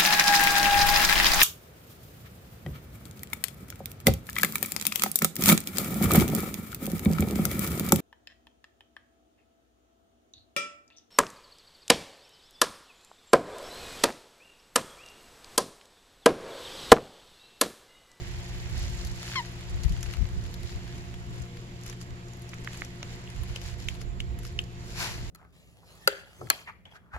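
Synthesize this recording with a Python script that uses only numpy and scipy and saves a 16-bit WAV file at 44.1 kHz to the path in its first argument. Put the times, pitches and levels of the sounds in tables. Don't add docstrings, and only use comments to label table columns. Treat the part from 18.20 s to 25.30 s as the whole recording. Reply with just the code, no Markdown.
import sys
import numpy as np
from scipy import signal
from scipy.fft import rfft, irfft, next_fast_len
from scipy.io import wavfile
from scipy.ndimage import uniform_filter1d, map_coordinates

SR = 44100
rng = np.random.default_rng(int(sys.argv[2]) if len(sys.argv) > 2 else 0)


def to_wav(s):
    ch = np.atleast_2d(s).T
    pcm = np.round(np.clip(ch, -1, 1) * 32767)
    wavfile.write(sys.argv[1], SR, pcm.astype(np.int16))


N = 313110
TIME_S = np.arange(N) / SR
FRAMES_S = np.arange(0, N / SR + .01, .002)


def gain_of(db):
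    return 10 ** (np.asarray(db) / 20)


def evened(x):
    return x / np.sqrt(np.mean(x ** 2) + 1e-20)


def bandpass(x, low_hz, high_hz, order=2):
    return signal.lfilter(*signal.butter(order, [low_hz, high_hz], "band", fs=SR), x)


def read(points, hz):
    point_hz, value = np.transpose(points)
    return np.interp(np.log(hz + 1), np.log(point_hz + 1), value)


def curve(rows):
    start_s, *columns = np.transpose(rows)
    return [np.interp(TIME_S, start_s, column) for column in columns]


def colour(x, points):
    size = next_fast_len(x.shape[-1])
    gain = gain_of(read(points, np.fft.rfftfreq(size, 1 / SR)))
    return irfft(rfft(x, size) * gain, size)[..., :x.shape[-1]]


def drift(per_s):
    knots = rng.standard_normal(480)
    slow = map_coordinates(knots, [FRAMES_S * min(per_s, 60)], order=3)
    return evened(np.interp(TIME_S, FRAMES_S, slow))


def pan_gains(pan_db):
    return gain_of([[pan_db / 2], [-pan_db / 2]])


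def ports(x, pan_db, left_lag_ms):
    size = next_fast_len(len(x))
    khz = np.fft.rfftfreq(size, 1e3 / SR)
    delay = np.exp(-1j * np.pi * khz * left_lag_ms)
    pair = irfft(rfft(x, size) * np.array([delay, 1 / delay]), size)[:, :len(x)]
    return pair * pan_gains(pan_db)


def add(mix, start_s, sound):
    part = mix[:, round(start_s * SR):][:, :sound.shape[1]]
    part += sound[:, :part.shape[1]]


def swell(middle_s, length_s):
    spread_s = max(length_s, .01) / 2.5
    return np.exp(-.5 * ((FRAMES_S - middle_s) / spread_s) ** 2)


def level_of(power):
    return np.array([np.interp(TIME_S, FRAMES_S, 10 * np.log10(p + 1e-12)) for p in power])


# pitch_hz, level_db (per Hz)
YARD_COLOUR = [(18, -40), (30, -3.5), (121, -6), (295, -17), (404, -18.5), (632, -25), (1160, -24),
               (1960, -27.5), (3500, -32.5), (6210, -41), (7090, -37.5), (8980, -43.5), (11700, -45.5),
               (16000, -58)]
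# pitch_hz, likeness (0 to 1)
YARD_LIKENESS = [(60, 0.99), (200, 0.82), (450, 0.94), (900, 1), (2500, 0.15), (6000, 0.075), (15000, 0.11)]
# pitch_hz, left_right_db
YARD_BALANCE = [(60, 1), (130, -1.5), (290, 2.5), (640, 4.5), (1410, 1), (3100, -7.5), (6820, -2.5),
                (15000, -10)]


def yard():
    frames, hz = N // 256 + 5, np.fft.rfftfreq(1024, 1 / SR)
    a, b, c, d, patches = rng.standard_normal((frames, 513, 5)).T
    patches = uniform_filter1d(uniform_filter1d(patches, 14, 0), 12, 1)
    patches = evened(patches)
    likeness = np.clip(read(YARD_LIKENESS, hz), -1, 1)[:, None]
    late = np.exp(-2j * np.pi * hz * 0.00032)[:, None]
    pan = gain_of(read(YARD_BALANCE, hz) / 2)[:, None]
    left = a + 1j * b
    right = likeness * left * late + np.sqrt(1 - likeness ** 2) * (c + 1j * d)
    spectra = np.array([left * pan, right / pan])
    spectra *= gain_of(read(YARD_COLOUR, hz)[:, None] + 1.46 * patches)
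    hiss = signal.istft(spectra, nperseg=1024, noverlap=768)[1][:, :N]
    return gain_of(-45) * evened(hiss)


# pitch_hz, level_db, left_right_db, left_lead_rad, waver_db, fading_db_per_s
HUM_TONES = [(120.4, -43.5, 1.5, 0.03, 1.26, 0.25), (177.8, -50.5, 0, 0.056, 0.7, 0.2),
             (240.4, -64.5, -4, 0.28, 1.5, 0.5), (349.6, -56.3, 4.5, 0.19, 1.5, .35),
             (360.7, -59.5, -1, 0.16, 0.8, 0.14), (424, -74.5, 5, 0.38, 3, 1.2),
             (480, -72, 0, 0.42, 4, -0.5), (696, -62, -1.5, 1.6, 1.5, -0.02)]


def hum():
    out = np.zeros((2, N))
    for hz, db, pan_db, lead, waver_db, fading_db in HUM_TONES:
        phase = 2 * np.pi * (hz * TIME_S + rng.random()) + 0.12 * drift(3.54)
        level = np.sqrt(2) * gain_of(db - fading_db * TIME_S + waver_db * drift(12))
        out += level * np.sin(phase + [[lead], [0]]) * pan_gains(pan_db)
    return out


# time_s, left_db, right_db
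STEADY_WIND = [(0.0, -47, -37), (0.4, -39, -37), (0.62, -31.5, -29.5), (0.85, -35, -43), (1.1, -53, -58),
               (1.4, -42, -44), (1.6, -32, -43), (1.9, -40, -44), (2.0, -45, -48), (2.15, -34, -33.5),
               (2.7, -62, -40), (3.1, -39, -42.5), (3.35, -57, -52), (4.5, -58, -57), (5.1, -49, -41.5),
               (5.25, -45, -40.5), (5.9, -48, -34), (6.15, -37.5, -36.5), (6.5, -44.5, -47),
               (7.1, -42, -36.5)]
# peak_s, level_db, left_right_db, length_s
GUSTS = [(0.17, -40, 14, 0.076), (0.58, -35, -5, .07), (0.694, -38, 10, 0.065), (0.89, -36, -15.5, 0.12),
         (1.548, -29.5, 0, 0.072), (1.657, -27, 21.5, 0.027), (1.716, -24, 8.5, 0.062),
         (1.79, -35, 10, 0.045), (1.88, -37, 16.5, 0.086), (2.015, -33, 29.5, 0.065),
         (2.173, -34, -15, 0.073), (2.452, -32.5, -17, 0.017), (2.564, -33.5, 6, 0.053),
         (3.219, -36.5, 15, 0.045), (3.558, -43, 4, 0.041), (3.916, -40.5, 0, 0.063), (4.61, -39, 1, 0.046),
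         (5.208, -37.5, -17, 0.061), (5.314, -33, -4, 0.053), (5.466, -42, -14, 0.045),
         (5.67, -41, -25, 0.023), (5.897, -37, -12, 0.074), (6.097, -34, -9, 0.082),
         (6.385, -41, -12, 0.082)]
# pitch_hz, level_db (per Hz)
BUFFET_COLOUR = [(12, -22), (25, -7.5), (45, 6), (80, 3.5), (130, -10), (250, -35), (500, -41), (1000, -71)]


def wind():
    time_s, *steady_db = np.transpose(STEADY_WIND)
    power = gain_of([np.interp(FRAMES_S, time_s, db) for db in steady_db]) ** 2
    for peak_s, db, pan_db, length_s in GUSTS:
        power = power + (gain_of(db) * pan_gains(pan_db) * swell(peak_s, length_s)) ** 2
    level_db = level_of(power) + 1.5 * np.array([drift(14), drift(14)])
    noise = rng.standard_normal((2, 2, N))
    body = evened(colour(noise[0], BUFFET_COLOUR))
    local_level = np.sqrt(abs(uniform_filter1d(body ** 2, 2600)))
    body = evened(body / (0.84 + local_level))
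    roar = evened(colour(noise[1], [(60, -31), (120, 11.0), (200, -2.0), (400, -29.0), (900, -70.0)]))
    roar_gain = gain_of(-18.5 + 0.5 * (level_db + 34.5))
    return gain_of(level_db) * (body + roar_gain * roar)


# (under 3.5 kHz, against level_db)
STEADY_STIR = [(0.0, -49.5, 4), (0.45, -48.5, 3.5), (0.9, -50, 2.5), (1.4, -50.5, 3.5), (1.9, -51, 2),
               (2.05, -53, 1), (2.7, -53, 4), (3.0, -57, 3), (3.55, -58, 3.5), (3.9, -60.5, 1),
               (4.4, -55, 3), (4.75, -56.5, 5.5), (5.2, -53.5, 3.5), (5.75, -68, 8), (5.87, -67, -2),
               (6.15, -66, -4), (6.5, -61, 1), (6.7, -49, -2.5), (7.0, -49.5, 2.5), (7.1, -48.5, 1.5)]
# (under 3.5 kHz, against level_db)
RUSTLE_SWELLS = [(0.612, -42, 0.5, 0.13, -2), (0.792, -46.5, -3, 0.21, -0.5), (1.09, -41.5, -1.5, 0.22, -3),
                 (1.264, -49, 1, 0.034, -6), (1.642, -45, 2, 0.017, 4), (1.904, -50, 1.5, 0.16, 1),
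                 (2.495, -47.5, 1, 0.1, -5), (2.782, -55, 0, 0.067, -8), (3.182, -53.5, 0, 0.16, 1),
                 (3.688, -48.5, -5, 0.1, -1), (3.818, -51.5, -9, 0.043, -9), (4.57, -48, -1, 0.19, 0.5),
                 (4.923, -50, -1, 0.12, 0.5), (5.364, -49.5, 2, 0.049, 4), (5.472, -45, -0.5, 0.13, 0),
                 (5.303, -50.5, 2, 0.079, 3), (5.624, -48.5, 0.5, 0.079, -0.5),
                 (5.717, -49.5, 1.5, 0.11, -1), (5.813, -50, 4, 0.042, -1), (6.006, -54, 5, 0.021, -8),
                 (6.27, -52.5, 0, 0.12, 0), (6.7, -56, -1, .06, -6), (6.856, -38, 0.5, 0.15, 0.5)]


def stirring():
    time_s, db, low_db = np.transpose(STEADY_STIR)
    levels_db = (db - .5, db + .5, db + low_db - .5, db + low_db + .5)
    power = gain_of([np.interp(FRAMES_S, time_s, v) for v in levels_db]) ** 2
    for middle_s, db, pan_db, length_s, low_db in RUSTLE_SWELLS:
        sides_db = db + np.array([pan_db / 2, -pan_db / 2])
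        peaks = gain_of(np.r_[sides_db, sides_db + low_db])[:, None]
        power = power + (peaks * swell(middle_s, length_s)) ** 2
    return level_of(power)


# pitch_hz, level_db (per Hz)
GRASS_COLOUR = [(290, -16), (500, -4.5), (906, -5), (1190, -9.5), (1980, -2), (3390, -3), (7100, -9),
                (8580, -4), (11800, -16), (16000, -23)]


def scrapes(per_s, smooth):
    size = gain_of(6.8 * np.minimum(rng.exponential(1, N), 2.3)) * (rng.random(N) < per_s / SR)
    grains = smooth + evened(signal.lfilter([1], [1, -np.exp(-1 / 30)], size))
    air = ports(rng.standard_normal(N), 0, -0.12) + 1.41 * rng.standard_normal((2, N))
    return evened(colour(air * grains, GRASS_COLOUR))


def rustle(stir_db):
    low = signal.filtfilt(*signal.butter(2, 3500, fs=SR), scrapes(300, 3.4))
    middle = signal.filtfilt(*signal.butter(2, [3500, 8000], "band", fs=SR), scrapes(400, 2.2))
    top = signal.filtfilt(*signal.butter(2, 8000, "high", fs=SR), scrapes(400, 1.0))
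    return gain_of(stir_db[2:]) * low + gain_of(stir_db[:2]) * (middle + top)


def crackle(db, hz, low_db, pan_db):
    t_ms = np.arange(600) / SR * 1e3
    shared, *own = rng.standard_normal((3, 600))
    decay = np.exp(-t_ms / 4.34) + 1.7 * np.exp(-t_ms / 0.35)
    snap = (shared + 0.86 * np.array(own)) * decay
    wide = bandpass(snap, 3900, 11500, 3)
    high = 0.5 * wide + 1.32 * bandpass(snap, hz / 1.19, hz * 1.21, 1)
    low = bandpass(snap, 1200, 4200)
    sound = high / abs(high).max() + gain_of(low_db) * low / abs(low).max()
    return gain_of(db) * pan_gains(pan_db) * sound


def faint_crackles(stir_db, count=120):
    when, keep, pitch, size, low, side = rng.random((count, 6)).T
    busy = gain_of(stir_db[0, (when * (N - 1)).astype(int)] + 45.5)
    rows = [when * N / SR,
            -47 + 4.5 * (2 * size - 1),
            np.interp(pitch, [0, 1], (4000, 7200)),
            -7 + 13.0 * (2 * low - 1),
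            -7 + 3.4 * (2 * side - 1)]
    return np.transpose(rows)[keep < busy]


# start_s, level_db, brightest_pitch_hz, low_db (under about 4
# kHz, relative), left_right_db
CRACKLES = [(0.578, -33, 4280, -11, -1), (0.849, -32, 6960, -14, 13), (0.8707, -32, 4100, -16, 4),
            (0.915, -35, 5710, -17, 4), (0.96, -36, 5050, -7, -6), (1.08, -34, 7010, -3, 13),
            (1.409, -41, 6700, 7, -1), (1.498, -37, 4050, -16, -7), (1.6345, -30.5, 4830, -18, -1),
            (1.652, -39, 10500, -4, 0), (1.681, -39, 11500, -15, 0), (1.695, -33, 4760, -11, 2),
            (1.723, -31, 5950, -6, -2), (1.775, -37, 6060, -4, -3), (1.8083, -34, 6810, -12, -1),
            (1.829, -26, 6050, -4.5, 4), (1.84, -35, 7500, -12, 0), (1.86, -43, 4200, 8, 0),
            (1.911, -39, 4150, -1, 5), (1.937, -36, 4300, 3, 10), (2.043, -42, 4270, 1, -8),
            (2.089, -41, 6790, 0, -3), (2.239, -37, 6400, -13, 3), (2.262, -45, 4130, 4, 2.5),
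            (2.341, -35, 4280, -9, 11), (2.432, -37, 3970, -4, 9), (2.494, -42, 7210, 8, 4),
            (2.56, -40, 4020, 0, -8), (2.678, -45, 4200, 8, 1), (2.7798, -39.5, 4930, -2, 9),
            (2.9412, -41, 5010, 6.5, 2), (3.22, -38.5, 7050, -17, -15), (3.371, -37.5, 4060, -3, 2),
            (3.613, -38.5, 6240, -19, -5), (3.6356, -33, 6550, -10, 9), (3.663, -35, 5530, -4, 16),
            (3.679, -35, 7010, -11, 0.0), (3.698, -31.5, 6300, -4.5, 16), (3.728, -34, 6900, -2, -3),
            (3.8138, -34, 5400, -7.5, 15.5), (3.827, -38, 6920, -10, 0), (4.135, -37, 7080, -9, 4),
            (4.17, -44, 11000, -15, 0), (4.194, -44, 11500, -15, 0), (4.2202, -35, 9700, -20, 4),
            (4.2916, -36, 5070, -7, 7), (4.341, -37, 5800, -6, 4), (4.438, -40, 7000, -3, 0),
            (4.446, -35.5, 4750, -1, 5), (4.532, -32.5, 6760, -2, 0), (4.545, -39, 6500, 2, 0),
            (4.574, -30, 7200, -8, 1), (4.608, -37, 6900, -14, 0), (4.6487, -30.5, 6990, -11, 8),
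            (4.8294, -35.5, 5530, -28, -4), (5.102, -36.5, 7250, -10, 7), (5.1625, -41, 4160, 2, 6),
            (5.235, -34, 10000, -3, 6), (5.3603, -27.5, 4970, -3, -10), (5.4156, -37, 6010, -1.5, 15),
            (5.6008, -34, 4870, -8, -1), (5.6858, -26.5, 6700, -14, -12), (5.751, -39.5, 6820, 3, 3),
            (5.815, -31.5, 5200, -3, -3), (6.0026, -33, 7460, -10, -7), (6.189, -34.5, 9150, -3.5, 3),
            (6.2333, -40, 6550, -3, 15), (6.251, -33, 4670, -1, 1), (6.2667, -37, 4890, -13, 9),
            (6.276, -38, 5590, -15, 8), (6.3897, -30.5, 4400, 3, -2), (6.416, -40, 7000, -17, 2),
            (6.439, -40, 5150, -16, -2), (6.704, -36, 7020, -1, -0.5), (6.8894, -38, 4200, 0, -2),
            (6.9094, -41, 4500, -5, 1.5)]


def add_crackles(mix, stir_db):
    for start_s, *settings in [*CRACKLES, *faint_crackles(stir_db)]:
        add(mix, start_s, crackle(*settings))


# time_s, level_db
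SNORT_LEVEL = [(6.68, -55), (6.726, -51), (6.738, -57), (6.784, -36.5), (6.81, -31.5), (6.848, -34.5),
               (6.875, -40), (6.912, -45), (7.02, -53)]
# pitch_hz, level_db (per Hz)
NOSE_COLOUR = [(180, -34), (350, -6), (455, -23), (946, -1), (1150, -6), (1510, -1.5), (1950, -7.5),
               (2400, -0.5), (3200, -13), (4100, -8), (5900, -8.5), (6800, -15), (8360, -8.5),
               (11500, -17.5), (16000, -21)]


def snort():
    db, = curve(SNORT_LEVEL)
    air = ports(rng.standard_normal(N), 4.6, -0.16) + 0.97 * rng.standard_normal((2, N))
    sounding = (TIME_S > SNORT_LEVEL[0][0]) * (TIME_S < SNORT_LEVEL[-1][0])
    puff = gain_of(db + 0.61 * drift(55)) * sounding
    drops = rng.exponential(1, N) * (rng.random(N) < 350 / SR)
    spit = 1 + 0.2 * evened(signal.lfilter([1], [1, -np.exp(-1 / 40)], drops))
    return puff * evened(colour(air * spit, NOSE_COLOUR))


def short_ring(db, hz, ring_ms, pan_db):
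    t = np.arange(600) / SR
    tone = -np.sin(2 * np.pi * hz * t) * np.exp(-t * 1e3 / ring_ms)
    thin = signal.lfilter(*signal.butter(2, hz / 2, "high", fs=SR), tone)
    return gain_of(db) * ports(thin, pan_db, 0.1)


# start_s, level_db, pitch_hz, ring_ms, left_right_db
SHORT_RINGS = [(4.3343, -40, 1150, 1.5, -2), (4.3345, -35, 3400, .45, -3), (4.3374, -39, 1150, 1.5, -2),
               (4.338, -35, 3400, .45, -3), (4.4746, -32, 1200, 1.5, 2), (4.475, -30, 3000, .6, -9),
               (4.62, -32, 3150, .55, -8), (4.6202, -29, 1150, 1.3, 0), (4.8288, -35, 616, 1.5, -2),
               (4.8293, -29, 5800, .7, -6), (4.8295, -31, 1350, .8, -2), (4.8297, -31, 3800, .6, 0),
               (5.236, -43, 1050, 1.5, -2), (5.3604, -28, 3700, .45, -12), (5.3606, -30, 1750, .7, -6),
               (5.3612, -35, 600, 1.5, -2), (5.6858, -27, 2200, .8, -10), (5.6865, -27, 3550, .8, -12),
               (6.0028, -31, 2200, 1.2, -8), (6.0036, -30, 3600, .8, -10), (6.3902, -28, 4700, .5, -12),
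               (6.3903, -23, 2200, .8, -10), (6.3907, -24, 3700, .5, -2)]


def add_short_rings(mix):
    for start_s, *settings in SHORT_RINGS:
        add(mix, start_s, short_ring(*settings))


def smack(db, hz, pan_db, rise, ring_ms, lag_ms, first_ms, first_db, first_pan_db, echo_db, echo_ms, lead_ms):
    def ring(t_ms, length_ms):
        u = np.maximum(t_ms, 0) / length_ms
        glide_hz = hz * 2 ** (rise * (1 - np.exp(-1.5 * u)))
        turns = np.cumsum(glide_hz * (t_ms > 0)) / SR
        upper = .15 * np.exp(-2 * u) * np.sin(2 * np.pi * 1.8 * turns)
        pocket = np.sin(2 * np.pi * turns) + upper
        return pocket * (1 - np.exp(-5 * u)) * np.exp(-u ** 1.7)

    t_ms = np.arange(700) / SR * 1e3 - lead_ms
    first_slip = gain_of(first_db) * ports(ring(t_ms + first_ms, .6), first_pan_db, lag_ms)
    main_slip = ports(ring(t_ms, ring_ms), pan_db, lag_ms)
    echo = gain_of(echo_db) * ring(t_ms + lag_ms / 2 - echo_ms, ring_ms)
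    sound = first_slip + main_slip + np.outer([0, 1], echo)
    return gain_of(db) * signal.lfilter(*signal.butter(2, hz / 1.4, "high", fs=SR), sound)


# main_slip_s, level_db, starting_pitch_hz, left_right_db, rise_octaves, ring_ms, left_lag_ms,
# first_slip_earlier_ms, first_slip_db (relative), first_slip_left_right_db,
# right_echo_db (relative), right_echo_delay_ms
SMACKS = [(4.3377, -27.5, 1530, -2, 0.67, 0.73, 0.14, 3.5, 1, -1.5, -20, 2.8),
          (4.4744, -22.5, 1460, -0.5, 0.62, 2.15, 0.06, 0.64, -5, -2.5, -14, 2.2),
          (4.6196, -18, 1600, 0, 0.45, 1.05, 0.12, 1.1, -24, 2, -18, 2.8),
          (4.8301, -30.5, 2200, -5.5, 0.46, 2.1, 0.5, 0.94, 0, 3.5, -12, 2.9),
          (5.0746, -36, 2020, 0, 0.87, 2.1, 0.4, 1.34, -1, -3, -16, 3.2),
          (5.3613, -25.5, 2350, 6, 0.5, 1.5, 0.1, 0.97, -1.5, -6.5, -13, 3.2),
          (5.6863, -18.5, 2100, -1, 0.84, 1.6, 0.46, 0.81, -6.5, -3, -10, 2.2),
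          (6.0035, -21.5, 2300, 1, 0.62, 1.45, 0.45, 1.05, -11, -9, -8, 2.1),
          (6.3904, -12, 2280, -0.5, 0.57, 1.6, 0.1, 1.05, -17, -7.5, -12, 2.25)]


def add_smacks(mix):
    lead_ms = 4.5
    for main_slip_s, *settings in SMACKS:
        add(mix, main_slip_s - lead_ms / 1e3, smack(*settings, lead_ms))


def dull_click(db, pan_db):
    t_ms = np.arange(600) / SR * 1e3
    rattle = 4.0 * (t_ms == 0) + rng.standard_normal(600) * np.exp(-t_ms / 1.1)
    click = bandpass(rattle, 1100, 3600)
    return gain_of(db) * ports(np.pad(click / abs(click).max(), 8), pan_db, -0.08)


# start_s, level_db, left_right_db
DULL_CLICKS = [(1.011, -44, 3), (1.0306, -30, 5), (1.053, -32, 0), (1.0624, -40, 0.5), (1.0782, -31, 0.0),
               (1.084, -36, 0), (1.0993, -33, -0.5), (1.1176, -28, 0.5), (1.1255, -33, 0), (1.131, -35, 0),
               (1.1365, -29, 4), (1.1432, -33, 12), (1.2506, -35.5, 12), (1.2635, -42, -1.5),
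               (1.766, -37, 11), (1.83, -37, 2), (1.838, -41, 0), (1.861, -37, 0), (1.888, -39, 0),
               (1.912, -37, 0), (1.937, -30, 3), (1.97, -36, -2), (2.055, -36, -6), (2.0873, -41, -1.5),
               (2.253, -35, 4), (2.494, -42, 3), (2.526, -38, -8), (2.6095, -42, -2.0), (2.6678, -40, -2.0),
               (2.7256, -39, -1), (2.763, -43, -2.5), (2.9406, -41, -5)]


def add_dull_clicks(mix):
    for start_s, *settings in DULL_CLICKS:
        add(mix, start_s, dull_click(*settings))


# time_s, level_db, pitch_hz, step_db (added from each tone to the next one up)
SQUEAK = [(1.1545, -44, 1900, -12), (1.1575, -33, 1130, -1), (1.1605, -31, 1085, 0), (1.173, -32, 1066, -1),
          (1.182, -29.5, 1030, -1), (1.192, -30.5, 1008, -2.5), (1.198, -31.5, 962, -3.5),
          (1.21, -35.5, 940, -6), (1.215, -48, 943, -10), (1.232, -55, 945, -15)]
REED_TONES = [0.5, 1.5, -6, -6, -10, -22, -28]


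def squeak():
    db, hz, step_db = curve(SQUEAK)
    jitter = evened(uniform_filter1d(rng.standard_normal(N), 70))
    turns = np.cumsum(hz * (1 + 0.014 * jitter)) / SR
    tone = np.zeros(N)
    for k, tone_db in enumerate(REED_TONES):
        flicker = drift(60) + .9 * evened(uniform_filter1d(rng.standard_normal(N), 130))
        level = gain_of(tone_db + k * step_db + np.sqrt(k) * flicker)
        tone -= level * np.cos(2 * np.pi * (k + 1) * turns)
    leak = evened(bandpass(rng.standard_normal(N), 1300, 6000))
    sounding = (TIME_S > SQUEAK[0][0]) * (TIME_S < SQUEAK[-1][0])
    reed = (tone + gain_of(-16) * leak) * gain_of(db) * sounding
    rush = evened(bandpass(rng.standard_normal(N), 1500, 2400))
    chiff = gain_of(-35) * np.exp(-.5 * ((TIME_S - SQUEAK[1][0]) / 0.004) ** 2) * rush
    return ports(reed + chiff, 4.9, -0.088)


def hedge(x):
    level_db, decay_s, delay_s = -19.5, 0.11, 0.0016
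    t = np.arange(6000) / SR
    taps = rng.standard_normal((2, 6000)) * gain_of(-60 * t / decay_s) * (t > delay_s)
    taps = signal.lfilter(*signal.butter(1, 4500, fs=SR), taps)
    return gain_of(level_db) * signal.oaconvolve(x, taps / np.linalg.norm(taps[0]), axes=1)[:, :N]


def scene():
    background = yard() + hum() + wind()
    stir_db = stirring()
    dog = squeak()
    add_crackles(dog, stir_db)
    add_short_rings(dog)
    add_smacks(dog)
    add_dull_clicks(dog)
    return background + rustle(stir_db) + snort() + dog + hedge(dog)


def housing(x, modes):
    for hz, width_hz, db in modes:
        x = x + (gain_of(db) - 1) * signal.lfilter(*signal.iirpeak(hz, hz / width_hz, fs=SR), x)
    return x


# pitch_hz, width_hz, level_db
LEFT_PORT = [(1890, 520, -7.5), (2940, 260, 2), (5040, 4450, 5), (7980, 3600, -20), (11620, 370, 8.5),
             (14900, 4000, -31)]
# pitch_hz, width_hz, level_db
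RIGHT_PORT = [(1930, 500, 3.5), (7030, 570, 10), (9240, 2850, -13.5), (12500, 510, -5), (14500, 9200, -6)]


def record(dry):
    heard = np.array([housing(dry[0], LEFT_PORT), housing(dry[1], RIGHT_PORT)])
    treble_cut = signal.firwin(511, 15900, window=("kaiser", 9), fs=SR)
    return signal.oaconvolve(heard, treble_cut[None], "same")


dry = scene()
out = record(dry)
to_wav(out)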